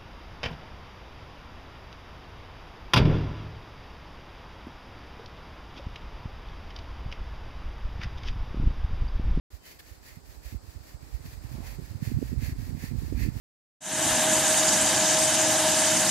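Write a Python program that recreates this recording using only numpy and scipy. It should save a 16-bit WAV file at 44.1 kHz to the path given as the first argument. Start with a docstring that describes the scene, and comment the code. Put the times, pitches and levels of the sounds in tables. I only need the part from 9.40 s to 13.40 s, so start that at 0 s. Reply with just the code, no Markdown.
"""After a blink of silence, a plastic leaf rake moves to and fro along a small horse's back, on a
driveway a few metres away. Hairs slip off the tines (the prongs) as a soft hiss and make them ring.
Early on, one tine squeaks and a tuft of hair lets go with a flick. Midway, a dull rustle swells once.
In the second half the pulls get firmer and a rising breeze thumps ever harder on the right microphone
port (its opening). A faint outdoor hush lies under it all."""
import sys
import numpy as np
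from scipy import signal
from scipy.fft import rfft, irfft
from scipy.io import wavfile

SR = 44100
rng = np.random.default_rng(int(sys.argv[2]) if len(sys.argv) > 2 else 0)


def inscribe(sig):
    """Save sig as 16-bit PCM at rate SR to the path in sys.argv[1].

    A 1-D sig is mono; a 2-D sig holds one channel per row.
    Samples are clipped to [-1, 1] before scaling.
    """
    pcm = np.round(np.clip(np.atleast_2d(sig).T, -1, 1) * 32767)
    wavfile.write(sys.argv[1], SR, pcm.astype(np.int16))


N = 176400
T = np.arange(N) / SR
HZ = np.maximum(np.fft.rfftfreq(N, 1 / SR), 1)

# firm pulls of the rake: (fastest moment [s], level [dB], rise [s], fall [s], extra ringing [dB])
RAKE_PULLS = [(.278, -49, 0.062, 0.11, -1.5), (.672, -52.5, 0.07, 0.15, 0),
              (1.066, -50.5, 0.054, 0.13, -1.5), (1.862, -51, 0.066, 0.17, -2.5),
              (2.275, -48, 0.074, 0.11, 0), (2.664, -46.5, 0.072, 0.11, 0), (3.056, -45, .075, 0.099, 3),
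              (3.435, -46, 0.075, 0.098, 1.5), (3.81, -44, 0.055, 0.1, 4.5)]
# light slides, mostly back: (fastest moment [s], level [dB], rise [s], fall [s], extra ringing [dB])
RAKE_SLIDES = [(.138, -55, 0.048, 0.074, -4.5), (0.509, -55, 0.16, 0.11, -1.5), (.9, -55.5, 0.097, .13, -5),
               (1.29, -56, 0.095, 0.17, -3.5), (1.48, -54.5, 0.098, .13, -2),
               (1.65, -57.5, 0.061, 0.076, 0.5), (1.738, -56, 0.083, 0.091, -2),
               (2.055, -56, 0.055, 0.034, 1.5), (2.14, -52.5, 0.096, 0.078, -3.5),
               (2.465, -55, 0.16, 0.2, -2.5), (2.855, -52, 0.12, 0.15, -1), (3.22, -52, 0.068, 0.2, -1.5),
               (3.63, -53, 0.14, 0.2, -2.5), (3.98, -50, 0.066, .1, -2)]
# tone of the hissing hair: (frequency [Hz], level [dB])
HAIR_TONE = [(300, 4.5), (700, 3), (1200, -3), (1800, 2), (2700, 0), (3400, -1.5), (4600, 3), (5600, 0),
             (6700, 1), (8200, -4), (9100, -9), (10500, -1), (12500, 0), (16000, -2.5)]
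# notes the tines ring at: (pitch [Hz], width [Hz], level in a pull [dB], level in a slide [dB])
TINE_NOTES = [(1605, 46, -5.5, -4), (1759, 89, 0, -1), (1913, 49, 1.5, 0), (2056, 31, 4.5, -5.5),
              (2200, 74, -3, -4.5), (2388, 86, -2, -6), (2635, 155, -5.5, -8), (2950, 22, -17, -10),
              (4485, 106, -6, -10.5)]
# tone of the tines flicking off a tuft: (frequency [Hz], level [dB])
FLICK_TONE = [(500, -22), (1300, -5), (1750, 9), (2500, -12), (3100, -1), (4700, 0.5), (6000, -6),
              (9000, -8), (12000, -5), (16000, -7)]
# gusts hitting the ports: (time [s], strength [dB], pitch on the right [Hz], change on the left [dB])
GUSTS = [(0.142, -33, 68, -29), (.355, -50, 79.5, -25), (0.517, -38, 63.3, -20), (0.773, -30.5, 115, -26),
         (0.895, -39.5, 59.3, -18), (0.976, -37, 60.4, -28), (1.064, -31.5, 59.5, -20),
         (1.13, -27.5, 100, -14), (1.147, -30.5, 176, -30), (1.155, -24, 66.5, -33),
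         (1.244, -39, 91.5, -27), (1.288, -33.5, 65, -34), (1.363, -30, 69, -38), (1.407, -35.5, 76, -26),
         (1.547, -29, 70.5, -34), (1.631, -35, 100, -22), (1.743, -23, 61.3, -36), (1.807, -34, 92, -22),
         (1.857, -28, 122, -11), (1.881, -34.5, 83, -4), (1.933, -37.5, 83.4, -32), (1.976, -32, 82, -30),
         (2.051, -28, 102, -39), (2.117, -27, 113, -31), (2.144, -24.5, 120, -31), (2.184, -26, 149, -28),
         (2.206, -29.5, 149, -30), (2.268, -33, 79.6, -29), (2.327, -32.5, 102, -30),
         (2.391, -22, 138, -34), (2.423, -28.5, 132, -24), (2.514, -27, 101, -40), (2.556, -22, 103, -39),
         (2.628, -16.5, 133.3, -35), (2.675, -18, 111, -33), (2.724, -18, 135, -30),
         (2.745, -17.5, 79, -14), (2.774, -15, 113, -25), (2.789, -22, 177, -30), (2.828, -16.5, 251, -41),
         (2.851, -24.5, 82, -15), (2.93, -17.5, 162, -38), (2.975, -20, 119, -28), (2.99, -21.5, 117, -24),
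         (3.035, -17, 111, -34), (3.086, -19.5, 101, -30), (3.125, -23, 100, -3), (3.189, -20.5, 105, -19),
         (3.228, -21.5, 115, -18), (3.296, -23, 140, -18), (3.33, -21, 109, -20), (3.351, -23.5, 137, -27),
         (3.376, -23.5, 118, -25), (3.441, -20.5, 136, -24), (3.516, -19.5, 123, -34),
         (3.536, -22, 153, -27), (3.555, -20, 116, -25), (3.586, -22.5, 78.5, -26), (3.635, -19, 122, -34),
         (3.726, -20.5, 240, -41), (3.75, -19.5, 70, -23), (3.779, -20, 130, -27), (3.797, -16.5, 87, -33),
         (3.815, -23.5, 97, -30), (3.833, -21, 115, -28), (3.863, -19.5, 154, -32), (3.888, -13, 124, -41),
         (3.967, -22, 103, -20)]
# strength of the breeze: (time [s], level [dB])
BREEZE_LEVEL = [(.1, -28.5), (.7, -21), (1.1, -18), (1.5, -22), (1.75, -13.5), (2.0, -11.5), (2.2, -5.5),
                (2.47, -9), (2.72, -1.5), (3.05, 0), (3.3, -1.5), (3.42, -6), (3.55, -1.5), (3.8, 5),
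                (4.0, -5)]
# how the ports colour the wind: (frequency [Hz], boost [dB])
PORT_TONE = [(15, -2), (28, 8), (45, 9), (70, -0.5), (125, -1), (190, -5), (250, 4), (340, 2), (600, 3),
             (1200, 16)]
# tone of the outdoor hush: (frequency [Hz], level [dB])
HUSH_TONE = [(25, -2), (60, 7), (105, -21), (160, 4.5), (205, -1), (280, 5.5), (350, 3.5), (480, 0),
             (900, -3), (1500, -7.5), (2200, -22), (3400, -18), (4900, -9), (6000, -18), (8000, -10.5),
             (9100, -20.5), (12000, -29.5), (16000, -52)]
# loudness of the hush: (time [s], level [dB])
HUSH_LEVEL = [(.1, -59.5), (1.5, -56.5), (2.0, -55), (2.6, -55.5), (3.3, -55.5), (4.0, -53.5)]
# tone of the dull rustle: (frequency [Hz], level [dB])
RUSTLE_TONE = [(200, -20), (450, -5), (850, -2.5), (1300, -12.5), (3000, -18.5), (16000, -36)]

SWIRL_MIN_HZ, SWIRL_MAX_HZ = 65, 250   # limits on the base pitch of small swirls


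def rake(tines_db=-6, tines_right_db=2.5, hair_left_db=0.34, grip_db=1.23, grip_hz=32.8):
    """Hairs hiss and tines ring with each stroke; once, the tines catch a tuft and flick free."""
    pull, pull_ring = strokes(RAKE_PULLS)
    slide, slide_ring = strokes(RAKE_SLIDES)
    flick = swell(at_s=0.399, width_s=0.0095, db=-47.5)
    hiss = np.hypot(pull, slide) * coloured(hair_slips(), HAIR_TONE)   # hypot adds two noise levels
    hiss *= from_db([[hair_left_db], [-hair_left_db]])   # rows are left and right
    ring = pull_ring * tines(hair_slips(), pulled=True)
    ring += np.hypot(slide_ring, flick) * tines(hair_slips(), pulled=False)
    ring *= from_db([[tines_db - tines_right_db], [tines_db + tines_right_db]])
    uneven_grip = from_db(grip_db * drift(grip_hz))
    return (hiss + ring) * uneven_grip + flick * coloured(hair_slips(), FLICK_TONE)


def strokes(rows, steepness=1.99):
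    """Each stroke speeds up and dies away. Gives the strength of its hiss and of its ringing."""
    hiss_power = ring_power = 0
    for peak_s, db, rise_s, fall_s, ring_db in rows:
        from_peak = np.where(T < peak_s, (peak_s - T) / rise_s, (T - peak_s) / fall_s)
        stroke = from_db(db) * np.exp(-steepness * from_peak ** 2)
        hiss_power += stroke ** 2
        ring_power += (stroke * from_db(ring_db)) ** 2
    return np.sqrt(hiss_power), np.sqrt(ring_power)


def hair_slips(hairs_per_s=14000, spread_db=2):
    """Each hair slipping off a tine makes a tiny click; left and right get their own clicks."""
    sizes = from_db(spread_db * np.minimum(rng.exponential(1, (2, N)), 5))
    signs = rng.choice([-1, 1], (2, N))
    slipping = rng.random((2, N)) < hairs_per_s / SR
    return sizes * signs * slipping


def tines(slips, pulled):
    """Clicks make the plastic tines ring in short notes, mixed differently for a pull and a slide."""
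    ring = 0
    for k, (hz, width_hz, pull_db, slide_db) in enumerate(TINE_NOTES):
        decay = np.exp(-np.pi * width_hz / SR)   # a wider note dies sooner
        feedback = [1, -2 * decay * np.cos(2 * np.pi * hz / SR), decay ** 2]
        note = (1 - decay ** 2) / 2 * signal.lfilter([1, 0, -1], feedback, slips)
        ring += from_db(pull_db if pulled else slide_db) * note * (-1) ** k   # flip every other note
    bass_cut = signal.butter(2, 1400, "high", fs=SR, output="sos")
    return rms_one(signal.sosfilt(bass_cut, ring))


def squeak(pitch_hz=3072, waver=0.012):
    """One tine sticks and slips, giving a faint, short note with a shaky pitch."""
    hz = pitch_hz * (1 + waver * np.array([drift(140), drift(110)]))
    note = np.sin(2 * np.pi * np.cumsum(hz, axis=1) / SR)
    return swell(at_s=0.278, width_s=0.057, db=-59) * note


def wind(shelter_db=-19.5, shelter_pitch=0.73, bass_cut_hz=55, bass_cut_q=1.26):
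    """Gusts and eddies hit the right port hard; the sheltered left one sounds softer and deeper."""
    left_gusts = [(s, db + left_db, hz * shelter_pitch) for s, db, hz, left_db in GUSTS]
    right_gusts = [(s, db, hz) for s, db, hz, _ in GUSTS]
    left = from_db(shelter_db) * eddies(shelter_pitch) + swirls(left_gusts)
    right = eddies(pitch_ratio=0.94) + swirls(right_gusts) + swirls(wakes(right_gusts))
    at_ports = filtered(np.array([left, right]), PORT_TONE)
    # a filter cuts the deepest bass and rings briefly after each thump
    corner = 2 * np.pi * bass_cut_hz
    bass_cut = signal.bilinear([1, 0, 0], [1, corner / bass_cut_q, corner ** 2], SR)
    return signal.lfilter(*bass_cut, at_ports)


def swirls(rows, length_turns=0.73, edge_speed=0.8, shorten_above_hz=200):
    """A passing swirl of air is a brief swing of pressure, quickest in its middle."""
    pressure = np.zeros(N)
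    for (s, db, hz), start_turn in zip(rows, rng.random(len(rows))):
        span = slice(*np.searchsorted(T, [s - 4 / hz, s + 4 / hz]))
        turns = (T[span] - s) * hz
        length = length_turns * min(1, shorten_above_hz / hz)
        bent_turns = edge_speed * turns + (1 - edge_speed) * np.tanh(2 * turns)
        swing = np.cos(2 * np.pi * (bent_turns + start_turn))
        pressure[span] += from_db(db) * swing / np.cosh(2 * turns / length)   # fades in and out
    return pressure


def eddies(pitch_ratio, per_s=90, count=900, base_db=-31, base_hz=115):
    """Eddies are small swirls that come all the time; more breeze makes them louder and quicker."""
    times = (np.arange(count) + rng.random(count)) / per_s
    quickness, strength = rng.standard_normal((2, count))
    breeze_db = curve(BREEZE_LEVEL, times)
    octaves = 0.65 * np.clip(quickness, -1.5, 2)
    db = base_db + breeze_db + 2 * np.clip(strength, -2, 2)
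    db -= 3 * octaves   # smaller, quicker eddies are weaker
    hz = np.clip(base_hz * 2 ** (octaves + 0.01 * breeze_db), SWIRL_MIN_HZ, SWIRL_MAX_HZ)
    return swirls(np.transpose([times, db, pitch_ratio * hz]))


def wakes(gusts, count=3, spread_s=0.01309, change_db=-12, pitch_ratio=1.56, spread_octaves=0.4):
    """Each gust breaks up into a few smaller swirls, most of them quicker."""
    rows = []
    for s, db, hz in gusts:
        for shift, quickness in rng.uniform(-1.01, 1, (count, 2)):
            wake_hz = hz * pitch_ratio * 2 ** (spread_octaves * quickness)
            wake_hz = np.clip(wake_hz, SWIRL_MIN_HZ, SWIRL_MAX_HZ)
            rows.append((s + spread_s * shift, db + change_db, wake_hz))
    return rows


def outdoors():
    """A faint, far hush goes on while one soft rustle comes and goes."""
    hush = from_db(curve(HUSH_LEVEL, T)) * coloured(rng.standard_normal((2, N)), HUSH_TONE)
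    rustle = coloured(rng.standard_normal((2, N)), RUSTLE_TONE)
    return hush + swell(at_s=2.222, width_s=0.14, db=-54) * rustle


def from_db(db):
    """Turn decibels into a number to multiply by."""
    return 10 ** (np.asarray(db) / 20)


def rms_one(x):
    """Scale a sound so its average level (RMS) is one."""
    return x / np.sqrt(np.mean(x ** 2) + 1e-20)


def curve(rows, times):
    """Join a table's points with straight lines and read off the given times."""
    return np.interp(times, *np.transpose(rows))


def swell(at_s, width_s, db):
    """A level that rises and falls once, in a bell shape."""
    return from_db(db) * np.exp(-((T - at_s) / width_s) ** 2)


def filtered(x, tone):
    """Turn each frequency up or down as a tone table says."""
    hz, db = np.transpose(tone)
    gain = from_db(np.interp(np.log(HZ), np.log(hz), db))
    return irfft(rfft(x) * gain, N)


def coloured(x, tone):
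    """Give a sound a tone and set its level to one."""
    return rms_one(filtered(x, tone))


def drift(rate_hz):
    """A random wobble of about size one, mostly slower than the given rate."""
    return rms_one(irfft(rfft(rng.standard_normal(N)) / (1 + (HZ / rate_hz) ** 2), N))


def scene():
    """The rake, the wind and the background together."""
    return rake() + squeak() + wind() + outdoors()


def record(dry, start_s=0.103, fade_s=0.0021, treble_cut_hz=15720):
    """The sound starts after a moment of silence; the highest treble is cut."""
    fade_in = np.clip((T - start_s) / fade_s, 0, 1)
    treble_cut = signal.ellip(12, 0.1, 80, treble_cut_hz, fs=SR, output="sos")
    return signal.sosfilt(treble_cut, dry * fade_in)


dry = scene()
out = record(dry)
inscribe(out)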